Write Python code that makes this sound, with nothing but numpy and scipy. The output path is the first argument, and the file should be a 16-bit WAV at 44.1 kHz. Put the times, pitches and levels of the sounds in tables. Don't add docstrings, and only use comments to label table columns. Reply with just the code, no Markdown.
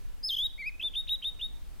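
import sys
import numpy as np
from scipy import signal
from scipy.fft import rfft, irfft
from scipy.io import wavfile
from scipy.ndimage import uniform_filter1d

SR = 44100
rng = np.random.default_rng(int(sys.argv[2]) if len(sys.argv) > 2 else 0)


def to_wav(sig):
    pcm = np.clip(np.atleast_2d(sig), -1, 1) * 32767
    pcm = np.round(pcm).astype(np.int16)
    wavfile.write(sys.argv[1], SR, pcm.T)


N = 79380

# t/s, f/Hz
WHISTLE_PITCH = [(0.229, 4940), (0.263, 5174), (0.274, 5053), (0.283, 5260), (0.294, 3580), (0.297, 3453),
                 (.302, 3816), (.308, 3220), (0.334, 3100), (0.349, 3546), (0.356, 2897), (0.363, 3047),
                 (.369, 3340), (0.376, 2937), (0.387, 3168), (0.392, 3396), (0.398, 3220), (0.407, 3450),
                 (.418, 3435), (.455, 3825), (.472, 3727)]
# t/s, level/dB
WHISTLE_LEVEL = [(0.229, -52), (.238, -37), (0.249, -31.5), (.282, -33.5), (0.297, -33.5), (0.301, -29),
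                 (.315, -33), (0.351, -30.5), (0.359, -49), (.37, -27), (0.377, -40), (0.387, -30),
                 (.43, -30), (0.468, -29.5), (0.471, -46)]
# t/s, f/Hz, level/dB
WARBLE = [(0.578, 2060, -55.5), (0.594, 2327, -42.5), (0.612, 2320, -39), (0.632, 2038, -40.5),
          (0.656, 2294, -40.5), (0.676, 2538, -31), (0.684, 2512, -30), (0.69, 2527, -37.5),
          (0.694, 2234, -41.5), (0.702, 2040, -58.5)]
# length/s, f/Hz, rise/s, level/dB
CHIRPS = [ (.821, 0.071, -31, 3606, 0.036, 3200, 1.5, 0.016, 3250, 0.0108, -38.5),
          (0.949, 0.071, -30, 3741, 0.055, 3500, 1.5, 0.018, 3310, 0.01, -42),
          (1.088, 0.074, -29, 3854, 0.048, 3210, 2, 0.019, 3800, .014, -39.5),
          (1.238, 0.069, -30.5, 3737, 0.0452, 3560, 0.5, .020, 3164, 0.0109, -39),
          (1.408, 0.064, -32.5, 3720, 0.045, 3880, 0.5, .019, 2943, .010, -45), ]
# f/Hz, gain/dB
THROAT = [(4200, -14.5), (5100, -18), (6400, -28), (7100, -41), (7700, -36.5), (8600, -21.5), (9700, -27),
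          (11300, -18), (12800, -13), (14200, -32), (15500, -19)]
# f/Hz, width/Hz, relative level/dB
SCUFF_MODES = [(337, 52, 1), (478, 110, -5), (650, 60, -0.5), (864, 62, 3), (1170, 310, -10)]
# f/Hz, relative level/dB
AIR_SPECTRUM = [(15, 11.5), (25, 8.5), (45, 4.5), (80, -11), (140, -17.5), (300, -24), (600, -29.5),
                (1200, -33.5), (3000, -35.5), (5000, -39.5), (9000, -41), (15500, -43)]
# f/Hz, correlation
AIR_LIKENESS = [(25, -.86), (70, -.78), (160, -.4), (350, -.05), (1200, .3), (4000, .3), (15000, .15)]
# t/s, gain/dB
AIR_DRIFT = [(0, 2), (0.249, -0.5), (.55, -1), (1.5, 0), (1.8, 2)]

OVERTONE_DB = (-1.5, -8.5, -9.5, -25.5)
WHISTLE_BRIGHT_DB, WARBLE_BRIGHT_DB = (3.5, 1.5, 4.5, 2), (-4.5, 1.5, -3, 4.5)
CHIRP_BRIGHT_DB, GRACE_BRIGHT_DB = (-4.5, 0, 0, 1), -9.5
JITTER, GRACE_JITTER, FLUTTER_DB = .003, .022, .5
EDGE_S = 0.0019
SCOOP_HZ, SCOOP_S, KNEE = 2405, 0.0089, 0.94
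CREEP_POWER, DROOP_POWER = 1.54, 3.45
SNAP_DB, SNAP_AT_S, SNAP_S = 3.5, 0.0075, 0.00094
CHIRP_EDGE_DB, CHIRP_ATTACK_S, CHIRP_RELEASE_S = -8, 0.0065, 0.01
GRACE_FROM_HZ, GRACE_SAG_HZ_PER_S, GRACE_SWELL_DB = 1700, 16000, 20.5
BIRD_PAN_DB, LEFT_LEAD_S = .2, 1.1e-5
GROUND_DELAY_S, GROUND_DB = .0042, -18
SCATTER_DB, SCATTER_BUILD_S, SCATTER_T60_S, SCATTER_LIKENESS = -17, 0.006, 0.52, .4
AIR_DB, PATCH_DB, GUST_DB, GUST_HZ = -61, 1.0, 1.0, 150


def bird():
    song, warble = np.zeros(N), np.array(WARBLE)
    add(song, *slur(np.array(WHISTLE_PITCH), np.array(WHISTLE_LEVEL), WHISTLE_BRIGHT_DB))
    add(song, *slur(warble[:, :2], warble[:, ::2], WARBLE_BRIGHT_DB))
    add(song, *hook())
    for start, length, db, top_hz, top_s, end_hz, bright_db, *grace_note in CHIRPS:
        add(song, *chirp(start, length, db, top_hz, top_s, end_hz, bright_db))
        add(song, *grace(start, *grace_note))
    return song


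def slur(pitch, level, bright_db):
    t = np.arange(pitch[0, 0], pitch[-1, 0], 1 / SR)
    envelope = amp(np.interp(t, *level.T)) * gate(t, EDGE_S, EDGE_S)
    return t[0], syrinx(np.interp(t, *pitch.T), envelope, bright_db)


def chirp(start, length, db, top_hz, top_s, end_hz, bright_db):
    t = np.arange(0, length, 1 / SR)
    creep = top_hz * (1 - (1 - KNEE) * np.clip((top_s - t) / (top_s - SCOOP_S), 0, 1) ** CREEP_POWER)
    droop = (top_hz - end_hz) * np.clip((t - top_s) / (length - top_s), 0, 1) ** DROOP_POWER
    hz = SCOOP_HZ + (creep - SCOOP_HZ) * np.minimum(t / SCOOP_S, 1) - droop
    snap_db = SNAP_DB * np.exp(-((t - SNAP_AT_S) / SNAP_S) ** 2)
    arch_db = CHIRP_EDGE_DB * (2 * t / length - 1) ** 2
    level = amp(db + snap_db + arch_db) * gate(t, CHIRP_ATTACK_S, CHIRP_RELEASE_S)
    jitter = JITTER + GRACE_JITTER * np.exp(-t / SCOOP_S)
    return start, syrinx(hz, level, np.add(CHIRP_BRIGHT_DB, bright_db), jitter)


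def grace(end, length, hz, rise_s, db):
    t = np.arange(0, length, 1 / SR)
    rise = np.sin(np.pi / 2 * np.minimum(t / rise_s, 1))
    sag = GRACE_SAG_HZ_PER_S * np.maximum(t - rise_s, 0)
    pitch = GRACE_FROM_HZ + (hz - GRACE_FROM_HZ) * rise - sag
    level = amp(db - GRACE_SWELL_DB * (1 - rise ** 2)) * gate(t, EDGE_S, EDGE_S)
    return end - length, syrinx(pitch, level, GRACE_BRIGHT_DB, GRACE_JITTER)


def hook(start_s=.7955, length_s=.0135, from_hz=2830, dip_hz=275, db=-37.5, edge_s=0.0049):
    t = np.arange(0, length_s, 1 / SR)
    hz = from_hz - dip_hz * np.sin(np.pi * t / length_s)
    return start_s, syrinx(hz, amp(db) * gate(t, edge_s, edge_s), GRACE_BRIGHT_DB)


def syrinx(hz, level, bright_db, jitter=JITTER):
    hz = uniform_filter1d(hz, size=90, mode="nearest") * (1 + jitter * wander(len(hz), size=40))
    phase = 2 * np.pi * np.cumsum(hz) / SR
    tone = np.sin(phase)
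    for k, db in enumerate(np.add(OVERTONE_DB, bright_db), 2):
        tone += amp(read(THROAT, k * hz) + db) * (k * hz < SR / 2) * np.sin(k * phase)
    flutter = amp(FLUTTER_DB * wander(len(hz), size=150))
    return np.sqrt(2) * level * flutter * tone


def grassland(song):
    t = np.arange(SR) / SR
    tail = (1 - np.exp(-t / SCATTER_BUILD_S)) * amp(-60 * t / SCATTER_T60_S)
    shared, apart = rng.standard_normal((2, SR)) * tail
    paths = pair(shared, apart, SCATTER_LIKENESS) * amp(SCATTER_DB) / np.linalg.norm(shared)
    paths[:, 0] += amp([BIRD_PAN_DB, -BIRD_PAN_DB])
    paths[:, round(GROUND_DELAY_S * SR)] += amp(GROUND_DB)
    left, right = signal.fftconvolve(song[None], paths, axes=1)[:, :N]
    lag = np.exp(-2j * np.pi * np.fft.rfftfreq(N, 1 / SR) * LEFT_LEAD_S)
    return np.array([left, irfft(rfft(right) * lag, N)])


def scuff(at_s=.848, spread_s=0.014, level_db=-57.5):
    hz = np.fft.rfftfreq(N, 1 / SR)
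    colour = sum(amp(db) / (1 + (2 * (hz - centre) / width) ** 2) for centre, width, db in SCUFF_MODES)
    noise = irfft(rfft(rng.standard_normal(N)) * colour, N)
    swell = np.exp(-((np.arange(N) / SR - at_s) / spread_s) ** 2 / 2)
    return amp(level_db) * unit(noise) * swell


def air(size=2048, hop=512):
    frames, hz = N // hop + 5, np.fft.rfftfreq(size, 1 / SR)
    re, im, re_apart, im_apart, patches = rng.standard_normal((5, frames, len(hz))).transpose(0, 2, 1)
    patches = unit(uniform_filter1d(uniform_filter1d(patches, size=20, axis=0), size=6, axis=1))
    spectra = pair(re + 1j * im, re_apart + 1j * im_apart, read(AIR_LIKENESS, hz)[:, None])
    gust_db = GUST_DB * wander(frames, size=8) / (1 + (hz[:, None] / GUST_HZ) ** 2)
    spectra *= amp(read(AIR_SPECTRUM, hz)[:, None] + PATCH_DB * patches + gust_db)
    noise = signal.istft(spectra, nperseg=size, noverlap=size - hop)[1][:, :N]
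    hiss = signal.sosfilt(signal.butter(4, 200, "high", fs=SR, output="sos"), noise)
    drift_db = np.interp(np.arange(N) / SR, *np.transpose(AIR_DRIFT))
    return amp(AIR_DB + drift_db) * noise / hiss.std()


def pair(left, apart, likeness):
    return np.array([left, likeness * left + np.sqrt(1 - likeness ** 2) * apart])


def amp(db):
    return 10 ** (np.asarray(db) / 20)


def unit(x):
    return x / np.sqrt(np.mean(x ** 2) + 1e-20)


def read(points, hz):
    f, value = np.transpose(points)
    return np.interp(np.log(hz + 1), np.log(f + 1), value)


def add(mix, start_s, sound):
    part = mix[round(start_s * SR):][:len(sound)]
    part += sound[:len(part)]


def wander(count, size):
    return unit(uniform_filter1d(uniform_filter1d(rng.standard_normal(count), size), size))


def gate(t, attack, release):
    opening = np.sin(np.pi / 2 * np.clip((t - t[0]) / attack, 0, 1))
    closing = np.sin(np.pi / 2 * np.clip((t[-1] - t) / release, 0, 1))
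    return opening * closing


def scene():
    return grassland(bird()) + air() + scuff()


def record(dry, cutoff_hz=16050):
    lowpass = signal.firwin(511, cutoff_hz, window=("kaiser", 9), fs=SR)
    return signal.oaconvolve(dry, lowpass[None], "same")


dry = scene()
out = record(dry)
to_wav(out)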